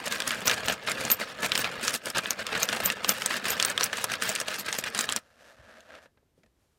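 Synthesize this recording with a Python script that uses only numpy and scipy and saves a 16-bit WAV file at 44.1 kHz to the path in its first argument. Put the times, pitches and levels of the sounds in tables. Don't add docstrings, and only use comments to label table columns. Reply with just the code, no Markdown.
import sys
import numpy as np
from scipy import signal
from scipy.fft import rfft, irfft
from scipy.io import wavfile
from scipy.ndimage import uniform_filter1d

SR = 44100
rng = np.random.default_rng(int(sys.argv[2]) if len(sys.argv) > 2 else 0)


def unload_wav(signal):
    wavfile.write(
        sys.argv[1],
        SR,
        np.round(np.clip(np.atleast_2d(signal).T, -1, 1) * 32767).astype(np.int16),
    )


N = 298998

# [f/Hz, density/dB]
ROOM_TONE = [(15, -22.5), (25, -9.5), (70, 1.5), (210, -9), (400, -9), (750, -19), (2500, -25), (8000, -31),
             (14000, -32.5), (15500, -51)]
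ROOM_TONE_DB = -72
# [t/s, level/dB]
BRUSH = [(6.34, -110), (6.38, -73), (6.43, -85), (6.52, -91), (6.62, -74.5), (6.7, -79), (6.78, -77.5)]
# [f/Hz, level/dB]
BRUSH_COLOUR = [(100, 1.5), (600, 1), (2000, -6), (6000, -8), (12000, -12.5), (15500, -25)]
# [t/s, level/dB, f/Hz, t60/s]
BUMPS = [(5.586, -55, 92, 0.19), (5.615, -61, 83.6, 0.2), (6.224, -71, 560, .08),
         (6.375, -64.5, 404, 0.055), (6.379, -64.5, 156, 0.1), (6.404, -73.5, 267, .08),
         (6.44, -67, 201, .1), (6.46, -68.5, 64.9, 0.15)]
# [f/Hz, level/dB]
RUB_COLOUR = [(25, -26), (80, -8), (150, -19), (240, -6.5), (420, -11), (620, -1.5), (900, -4),
              (1200, -3.5), (1650, 0.5), (2000, -3.5), (3400, -8), (5500, -16.5), (9000, -26), (13000, -30),
              (15500, -47)]
# [t/s, half width/s, level/dB, hiss over level/dB]
RUB_SWELLS = [(5.47, 0.059, -57, -7), (5.6, .05, -62.5, -23), (5.735, 0.078, -55, -13),
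              (5.94, 0.041, -50, -16.5), (6.04, 0.018, -61, -6)]
FREE_RUN_S = (5.2, 6.065)
RUB_DB, RUB_HISS_DB = -67, -6.5
# [multiple of its pitch, level/dB, t60 of a freely bouncing coin/s]
COIN_MODES = [(.945, -6.5, .08), (1, -4, 0.058), (1.02, -4, 0.087), (.975, -12, .03)]
# [t/s, level/dB, f/Hz, spacing unit of its bounces/s]
CHINKS = [(0.466, -28.5, 14000, 0.005), (0.66, -42, 13980, 0.003), (0.695, -41, 14000, 0.007),
          (1.106, -26, 13600, 0.0012), (1.118, -16.5, 13440, 0.0014), (1.585, -32.5, 15100, 0.009),
          (1.943, -39, 13240, 0.003), (2.304, -38, 13100, 0.001), (2.627, -32.5, 14000, 0.003),
          (2.855, -21.5, 14000, 0.0057), (3.093, -25, 13950, 0.0045), (3.507, -28.5, 13460, 0.007),
          (3.655, -32, 15400, 0.003), (3.837, -35, 15400, 0.0034), (4.289, -37, 15300, 0.0045),
          (4.592, -36, 12700, 0.0022), (4.784, -36, 13000, 0.001), (5.004, -40, 15100, 0.006)]
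JINGLE_HZ = (12400, 15600)
# [f/Hz, level/dB]
TICK_COLOUR = [(300, -25.5), (1500, -14.5), (3500, 1), (8000, 6), (12000, 4), (15500, -13)]
# [start t/s, length/s, level/dB, rumble over level/dB, brightness over level/dB]
SLIDES = [(0.06, 0.016, -34, -9.5, -4.5), (.112, 0.048, -34, -8.5, -5.5), (0.174, 0.09, -40.5, -6, -8.5),
          (0.276, .018, -33, -6, -4), (0.318, 0.028, -31, -15, -17), (0.346, 0.094, -44.5, -0.5, -6.5),
          (0.467, 0.075, -30, -8, -8), (0.574, 0.03, -42, -4.5, -7), (0.648, 0.015, -38.5, -1, -3.5),
          (.682, 0.053, -34, -4.5, -5.5), (0.872, 0.048, -31.5, -10, -9.5), (0.984, 0.099, -38, -2, -6.5),
          (1.099, 0.04, -38, -3, -1), (1.2, 0.038, -34.5, -8, -7.5), (1.273, 0.049, -45, -7, -8.5),
          (1.392, 0.045, -42, 0, -9), (1.431, 0.032, -29, -7, -6.5), (1.525, 0.082, -40, -7, -7),
          (1.594, 0.025, -34, -5.5, -2), (1.642, 0.032, -32.5, -11, -13.5), (1.83, 0.077, -34.5, -10.5, -4),
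          (1.934, 0.027, -35.5, -7, 2.5), (2.054, 0.056, -41.5, -4.5, -4), (2.157, 0.034, -28, -9, -11),
          (2.24, 0.091, -39.5, -9.5, -11), (2.387, 0.034, -35.5, -5.5, -11), (2.466, 0.11, -38.5, -11, -15),
          (2.524, 0.058, -33, -5.5, -14), (2.598, 0.048, -33.5, -6, -5.5), (2.687, 0.085, -35.5, -6.5, -9),
          (2.758, 0.13, -43, 0.5, -3.5), (2.837, 0.087, -35, -9, -9.5), (3.043, 0.016, -41.5, -5, 0.5),
          (3.086, 0.033, -30.5, -6.5, -7.5), (3.14, 0.13, -41.5, -15, -4.5),
          (3.262, 0.037, -41.5, -9.5, -8), (3.306, 0.072, -32, -11, -9), (3.446, 0.092, -33, -8.5, -5),
          (3.553, 0.029, -36.5, -8, -11.5), (3.599, 0.12, -33.5, -10, -9), (3.802, 0.064, -34.5, -12, -5.5),
          (3.932, 0.069, -38, -12, -9), (3.965, .085, -40.5, -12, -2.5), (4.097, 0.057, -34, -12, -11.5),
          (4.218, 0.099, -34, -9, -4.5), (4.33, 0.092, -39.5, -12, -7), (4.476, 0.084, -36, -14.5, -8),
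          (4.585, 0.026, -44, -4, 4.5), (4.664, 0.039, -35, -12, -8), (4.729, 0.034, -37.5, -10, -3.5),
          (4.789, 0.0091, -44, -9, 6), (4.855, 0.027, -33.5, -12, -11), (4.953, 0.095, -35.5, -12, -5.5),
          (5.098, 0.035, -38.5, -10, -6.5), (5.163, 0.012, -39.5, -7, -4)]
SLIDE_ATTACK_S, SLIDE_RELEASE_S = 0.0074, 0.0083
# [t/s, level/dB]
DRAG = [(0, -42), (.2, -45.5), (.66, -39), (.79, -47), (.96, -38), (1.17, -46), (1.34, -47), (1.55, -39),
        (1.94, -41), (1.995, -55), (2.07, -43), (2.13, -52.5), (2.22, -42.5), (2.36, -47.5), (2.6, -42.5),
        (3.4, -42.5), (3.75, -42.5), (4.62, -46.5), (4.93, -45.5), (5.18, -43)]
DRAG_RUMBLE_DB, DRAG_BRIGHT_DB = -3, -15
LAST_COIN_S = 0.0068
# [f/Hz, level/dB]
CHURN_COLOUR = [(25, -25.5), (55, -5.5), (100, 0.5), (170, -1), (350, -1), (900, 0), (1500, 3), (3000, 3.5),
                (4500, -1.5), (7500, -10), (10500, -17), (15500, -24)]
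# [f/Hz, width/Hz, level/dB]
SHELL_MODES = [(125.2, 33, 1), (194, 20, 5), (231, 50, 7.5), (507, 160, 8), (634, 84, 6), (1281, 180, 5),
               (1676, 360, 7), (2410, 99, 1.5), (2750, 120, 2.5), (5780, 250, 1.5), (8540, 480, 2)]
# [f/Hz, level/dB]
CLACK_COLOUR = [(25, -40), (60, -28), (170, -4.5), (350, -8.5), (900, 0), (1500, 1), (3200, 6), (6500, -1),
                (9000, -6.5), (12000, -13.5), (15500, -20)]
# [spot f/Hz, energy share of the first contact 0-1]
STIFFNESS = [(1700, .25), (3200, 0.9), (9000, 0.8)]
# [t/s, level/dB, thud over level/dB, brightness over level/dB, spot f/Hz]
CLACKS = [(0.0729, -33, -5, -16, 2840), (0.1232, -30.5, -20, -2.5, 2620), (0.2029, -30.5, -16, -3, 3420),
          (0.221, -32.5, -25, -6, 3230), (0.2769, -50, 0.5, 21, 5850), (0.3069, -26.5, -19, -11, 2700),
          (0.4567, -40, 0, 2, 6700), (0.472, -27, -12, -4, 1440), (0.479, -27.5, -6.5, 4.5, 6060),
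          (0.497, -25, -19.5, -6, 3000), (0.513, -25.5, -31.5, -9.5, 2770), (0.578, -35, -7.5, -13, 1680),
          (0.6834, -25.5, -9.5, -5, 2530), (0.6988, -25.5, -4.5, -25, 2580), (0.8858, -30, -8, -13, 1880),
          (1.051, -38, 1, 3.5, 6800), (1.1014, -26.5, -13, -5.5, 6700), (1.1154, -31, -13, 3.5, 7500),
          (1.2123, -31.5, -3, -16, 1860), (1.5189, -22.5, -29.5, -12, 3460), (1.5532, -32, -16, 2, 5060),
          (1.556, -26.5, -32.5, -6, 4940), (1.577, -29.5, -11, 0.5, 3100), (1.644, -27, -30, -14, 2660),
          (1.8799, -27, -19, -0.5, 6160), (2.0687, -34.5, -1.5, -12, 1800), (2.17, -28.5, -9.5, -9, 1810),
          (2.2578, -31, -31, -33, 3360), (2.3068, -31.5, -9.5, 5.5, 5760), (2.4672, -34, -23, -3, 3080),
          (2.551, -28, -11, -19, 1870), (2.6311, -29, -11, 5, 6400), (2.689, -28, -22, -6.5, 3000),
          (2.7279, -27.5, -7.5, -7, 1800), (2.802, -31.5, -5.5, -11, 1460), (2.859, -33, -3, 7, 7400),
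          (2.901, -25.5, -23.5, -9.5, 2800), (3.0458, -27.5, -7.5, -8, 2880), (3.0924, -29, -6, 10, 5000),
          (3.2202, -30, -16.5, -7, 3080), (3.2602, -31.5, -8.5, 6.5, 8040), (3.3085, -29.5, -12, -15, 1850),
          (3.4655, -33.5, -4, -13, 1610), (3.5037, -40.5, -2, 9.5, 7900), (3.5995, -24, -23, -5.5, 3500),
          (3.6258, -27, -21, 0.5, 5200), (3.6495, -31, -12, 6, 9100), (3.7775, -23.5, -18.5, -9.5, 3600),
          (3.8094, -27, -2.5, -4.5, 3630), (3.8331, -30.5, -23, 4, 5570), (3.8403, -36.5, -55, 10, 10900),
          (3.9296, -28.5, -11, -11.5, 1750), (4.0423, -31, -3, 3, 11300), (4.1181, -32.5, -10, -4, 2500),
          (4.1362, -31.5, -31, -6, 2010), (4.2229, -28.5, -19, -6, 2910), (4.2922, -41, 7, 10, 8100),
          (4.2994, -38, -4.5, 3, 7800), (4.352, -35.5, -21, 3.5, 7700), (4.36, -30, -31, -6.5, 3000),
          (4.4014, -36, -11, 4, 9200), (4.4138, -39, 0, 2, 6300), (4.483, -32, -5, -8, 2760),
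          (4.542, -37, -26, -3, 3060), (4.5852, -47, -3, 0, 5700), (4.683, -31.5, -14.5, -17, 1770),
          (4.7274, -31, -22, -1.5, 7100), (4.7867, -34, -3, 1.5, 6700), (4.8395, -31.5, -22, -6.5, 2720),
          (4.9484, -32.5, -10.5, -2.5, 8900), (4.99, -28.5, -10.5, 1, 8700), (5.0095, -35, -16, 5.5, 7500),
          (5.0904, -27.5, -15.5, -11, 3470), (5.1235, -31.5, -26, 1, 8660), (5.1627, -34.5, -6, 7.5, 5560),
          (5.174, -42, -12, -9, 1610), (5.8062, -58.5, -10, -1, 3600), (5.9514, -51, -23, -13, 1900),
          (6.0575, -58, 1, -23, 1774), (6.1732, -69, 5, -26.5, 1700), (6.434, -64, 0, -11, 1895),
          (6.4613, -70.5, 1, -9, 1820)]
BLOW_S = .01
TOP_FOLLOWS, DULL_DB = 0.38, -7.5
REGISTER_EDGES_HZ = (1000, 5000)
CUTOFF_HZ = 16000


def from_db(db):
    return 10 ** (np.asarray(db) / 20)


def unit(x):
    return x / np.sqrt(np.sum(x ** 2) + 1e-20)


def at_hz(points, hz):
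    f, values = np.transpose(points)
    return np.interp(np.log(hz + 1), np.log(f), values)


def in_time(rows):
    s, *columns = np.transpose(rows)
    return [np.interp(np.arange(N) / SR, s, column) for column in columns]


def add(out, s, sound):
    i = max(round(s * SR), 0)
    out[i:i + len(sound)] += sound[:N - i]


def bins(x):
    return np.fft.rfftfreq(len(x), 1 / SR)


def coloured(x, db):
    cepstrum = irfft(np.log(from_db(db)))
    half = len(x) // 2
    cepstrum[1:half] *= 2
    cepstrum[half + 1:] = 0
    return irfft(rfft(x) * np.exp(rfft(cepstrum)))


def peak(f, hz, width):
    return 1 / (1 + (2 * (f - hz) / width) ** 2)


def during(start, end, attack_s, release_s):
    t = np.arange(N) / SR
    before = np.maximum(start - t, 0) / attack_s
    after = np.maximum(t - end, 0) / release_s
    return np.exp(-np.minimum(before + after, 30))


def registers(x):
    def steep(v, hz, kind):
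        sos = signal.butter(2, hz, kind, fs=SR, output="sos")
        return signal.sosfilt(np.vstack([sos, sos]), v + 1e-18)
    low, high = REGISTER_EDGES_HZ
    upper = steep(x, low, "high")
    return np.array([steep(x, low, "low"), steep(upper, high, "low"), steep(upper, high, "high")])


def evened(x, span_s):
    parts = registers(x)
    power = uniform_filter1d(parts ** 2, max(int(span_s * SR), 2), axis=1)
    return parts / np.sqrt(np.maximum(power, 1e-12))


def grains(per_s, size_db):
    sizes = from_db(size_db * np.minimum(rng.exponential(1, N), 5))
    signed = sizes * rng.choice([-1, 1], N)
    return signed * (rng.random(N) < per_s / SR)


def dying(t, t60):
    return unit(rng.standard_normal(len(t)) * from_db(-60 * t / t60))


def shell_db(f):
    return sum(db * peak(f, hz, width) for hz, width, db in SHELL_MODES)


def contact(colour, share, crack_t60, rattle_t60, boom_t60, boom_db, room_db, room_t60, local_db,
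            size=8192, count=8):
    t = np.arange(size) / SR
    f = bins(t)
    share = np.clip(share, .02, .95)
    crack = unit(from_db(-10.5) * (t == 0) + dying(t, crack_t60))
    rattle = unit(dying(t, rattle_t60) * (1 - np.exp(-t / 0.0017)))
    boom = signal.sosfilt(signal.butter(2, 1700, fs=SR, output="sos"), dying(t, boom_t60))
    room = dying(t, room_t60) * (1 - np.exp(-t / 0.0074))
    touch = np.sqrt(share) * crack + np.sqrt(1 - share) * rattle
    touch = touch + from_db(boom_db) * boom + from_db(room_db) * room
    local_hz = np.exp(rng.uniform(np.log(900), np.log(10000), count))
    local = np.max([peak(f, hz, 100 + 0.085 * hz) for hz in local_hz], axis=0)
    return coloured(touch, at_hz(colour, f) + shell_db(f) + local_db * local)


def hush(colour):
    white = rng.standard_normal(N)
    shaped = irfft(rfft(white) * from_db(at_hz(colour, bins(white))), N)
    return np.sqrt(N) * unit(shaped)


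def room_tone():
    return from_db(ROOM_TONE_DB) * hush(ROOM_TONE)


def brush():
    level_db, = in_time(BRUSH)
    return from_db(level_db) * hush(BRUSH_COLOUR)


def bumps(rise_s):
    out, t = np.zeros(N), np.arange(8192) / SR
    for s, level_db, hz, t60 in BUMPS:
        soft = dying(t, t60) * (1 - np.exp(-t / rise_s))
        thump = coloured(soft, 20 * np.log10(peak(bins(t), hz, 0.64 * hz)))
        add(out, s, from_db(level_db) * np.sqrt(2 * BLOW_S * SR) * unit(thump))
    return out


def rub(per_s, size_db, trim_db):
    slips = grains(per_s, size_db)
    f = bins(slips)
    sound = irfft(rfft(slips) * from_db(at_hz(RUB_COLOUR, f) + shell_db(f)), N)
    t = np.arange(N) / SR
    power = from_db(RUB_DB + np.array([[0], [0], [RUB_HISS_DB]])) ** 2
    for s, width, level_db, hiss_db in RUB_SWELLS:
        swell = np.exp(-np.minimum(((t - s) / width) ** 2, 20))
        power = power + from_db(level_db + np.array([[0], [0], [hiss_db]])) ** 2 * swell
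    friction = from_db(trim_db) @ (evened(sound, 0.14) * np.sqrt(power))
    return friction * during(*FREE_RUN_S, attack_s=.01, release_s=.008)


def jingle(gain, per_s, size_db, ring_t60, jingle_db, count=14):
    touches, coin = grains(per_s, size_db), rng.integers(0, count, N)
    t, out = np.arange(4096) / SR, np.zeros(N)
    for k, hz in enumerate(np.geomspace(*JINGLE_HZ, count)):
        ring = sum(from_db(db - 60 * t / ring_t60) * np.sin(2 * np.pi * hz * multiple * t)
                   for multiple, db, _ in COIN_MODES)
        out += signal.oaconvolve(touches * gain * (coin == k), unit(ring))[:N]
    return from_db(jingle_db) * out / np.sqrt(np.mean(touches ** 2) + 1e-20)


def chinks(ring_db, detune, pinned_s, count=9):
    out, t = np.zeros(N), np.arange(SR // 4) / SR
    for s, level_db, hz, spread in CHINKS:
        offsets = np.linspace(-3.4, 2.2, count) + rng.uniform(-0.12, 0.14, count)
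        freedom = spread / (spread + pinned_s)
        sound = np.zeros(len(t))
        for offset in offsets:
            age = np.maximum(t - (offset - offsets[0]) * spread, 0)
            force_db = -5.5 * abs(offset)
            for multiple, db, t60 in COIN_MODES:
                pitch = hz * multiple * (1 + detune * rng.standard_normal())
                mode_db = force_db + db + rng.normal(0, 1) - 60 * age / (t60 * freedom)
                sound += from_db(mode_db) * np.sin(2 * np.pi * pitch * age)
        gain = from_db(level_db + ring_db) * np.sqrt(BLOW_S * SR)
        add(out, s + offsets[0] * spread, gain * unit(sound))
    return out


def stir():
    power = np.zeros((3, N))
    lead, t = .05, np.arange(SR // 3) / SR
    for s, length, level_db, rumble_db, bright_db in SLIDES:
        before = np.maximum(lead - t, 0) / SLIDE_ATTACK_S
        after = np.maximum(t - lead - length, 0) / SLIDE_RELEASE_S
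        shape = np.exp(-before - after)
        for register, db in zip(power, (rumble_db, 0, bright_db)):
            add(register, s - lead, (from_db(level_db + db) * shape) ** 2)
    drag_db, = in_time(DRAG)
    drag = from_db([drag_db + DRAG_RUMBLE_DB, drag_db, drag_db + DRAG_BRIGHT_DB])
    drag = drag * during(0, DRAG[-1][0], SLIDE_ATTACK_S, LAST_COIN_S)
    return np.sqrt(power + drag ** 2)


def edge_ticks(gain, per_s, size_db, tick_db, count=8):
    touches, spot = grains(per_s, size_db), rng.integers(0, count, N)
    out = np.zeros(N)
    for k in range(count):
        body = contact(TICK_COLOUR, 0.67, crack_t60=0.0032, rattle_t60=.012, boom_t60=.03, boom_db=-9.0,
                       room_db=-21.5, room_t60=.12, local_db=10)
        out += signal.oaconvolve(touches * (spot == k), unit(body))[:N]
    return np.sqrt(N) * unit(out) * gain * from_db(tick_db)


def churn(gains, per_s, size_db, stay_s, even_s, trim_db, count=26):
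    touches = grains(per_s, size_db)
    moment = np.abs(np.arange(N) / (stay_s * SR) + .3 * rng.standard_normal(N)).astype(int)
    spot = rng.integers(0, count, N)[moment]
    tumble = np.zeros(N)
    for k in range(count):
        body = contact(CHURN_COLOUR, 0.52, crack_t60=0.0018, rattle_t60=0.013, boom_t60=0.1, boom_db=-1,
                       room_db=-11.5, room_t60=0.56, local_db=-0.5)
        tumble += signal.oaconvolve(touches * (spot == k), unit(body))[:N]
    return from_db(trim_db) @ (evened(tumble, even_s) * gains)


def clacks(spot_db, spot_width, trim_db):
    out = np.zeros(N)
    blow = round(BLOW_S * SR)
    for s, level_db, thud_db, bright_db, hz in CLACKS:
        hit = contact(CLACK_COLOUR, at_hz(STIFFNESS, hz), crack_t60=0.007, rattle_t60=0.024, boom_t60=0.13,
                      boom_db=-4.0, room_db=-26, room_t60=.1, local_db=4.5)
        f = bins(hit)
        hit = coloured(hit, spot_db * peak(f, hz, spot_width * hz))
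        boom, clack, edge = registers(hit) ** 2
        energy = np.array([boom.sum(), clack[:blow].sum(), edge[:blow].sum()])
        own_db = 10 * np.log10(energy / blow)
        low, mid, high = level_db + np.array([thud_db, 0, bright_db]) + trim_db - own_db
        top = high + TOP_FOLLOWS * max(bright_db - DULL_DB, 0)
        balance = [(700, low), (1300, mid), (4000, mid), (6200, high), (13000, top)]
        add(out, s, -coloured(hit, at_hz(balance, f)))
    return out


def scene():
    hands = bumps(rise_s=0.003) + brush()
    crank = rub(per_s=1800, size_db=2.0, trim_db=np.array([-1.5, -2, -1.5]))
    gains = stir()
    coins = jingle(gains[2], per_s=630, size_db=4.5, ring_t60=0.03, jingle_db=-17)
    coins += chinks(ring_db=0.6, detune=0.0055, pinned_s=0.00038)
    hopper = edge_ticks(gains[2], per_s=130, size_db=3.5, tick_db=0.0)
    hopper += churn(gains, per_s=3200, size_db=4.0, stay_s=.011, even_s=0.045,
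                    trim_db=np.array([.1, -.6, -1.5]))
    hits = clacks(spot_db=8.5, spot_width=0.26, trim_db=np.array([2.2, -.8, -.3]))
    return (room_tone() + hands + crank + coins + hopper + hits)[None]


def record(dry):
    ceiling = .6
    rounded = dry / (1 + (dry / ceiling) ** 4) ** (1 / 4)
    return signal.sosfilt(signal.ellip(10, .2, 80, CUTOFF_HZ, fs=SR, output="sos"), rounded)


dry = scene()
out = record(dry)
unload_wav(out)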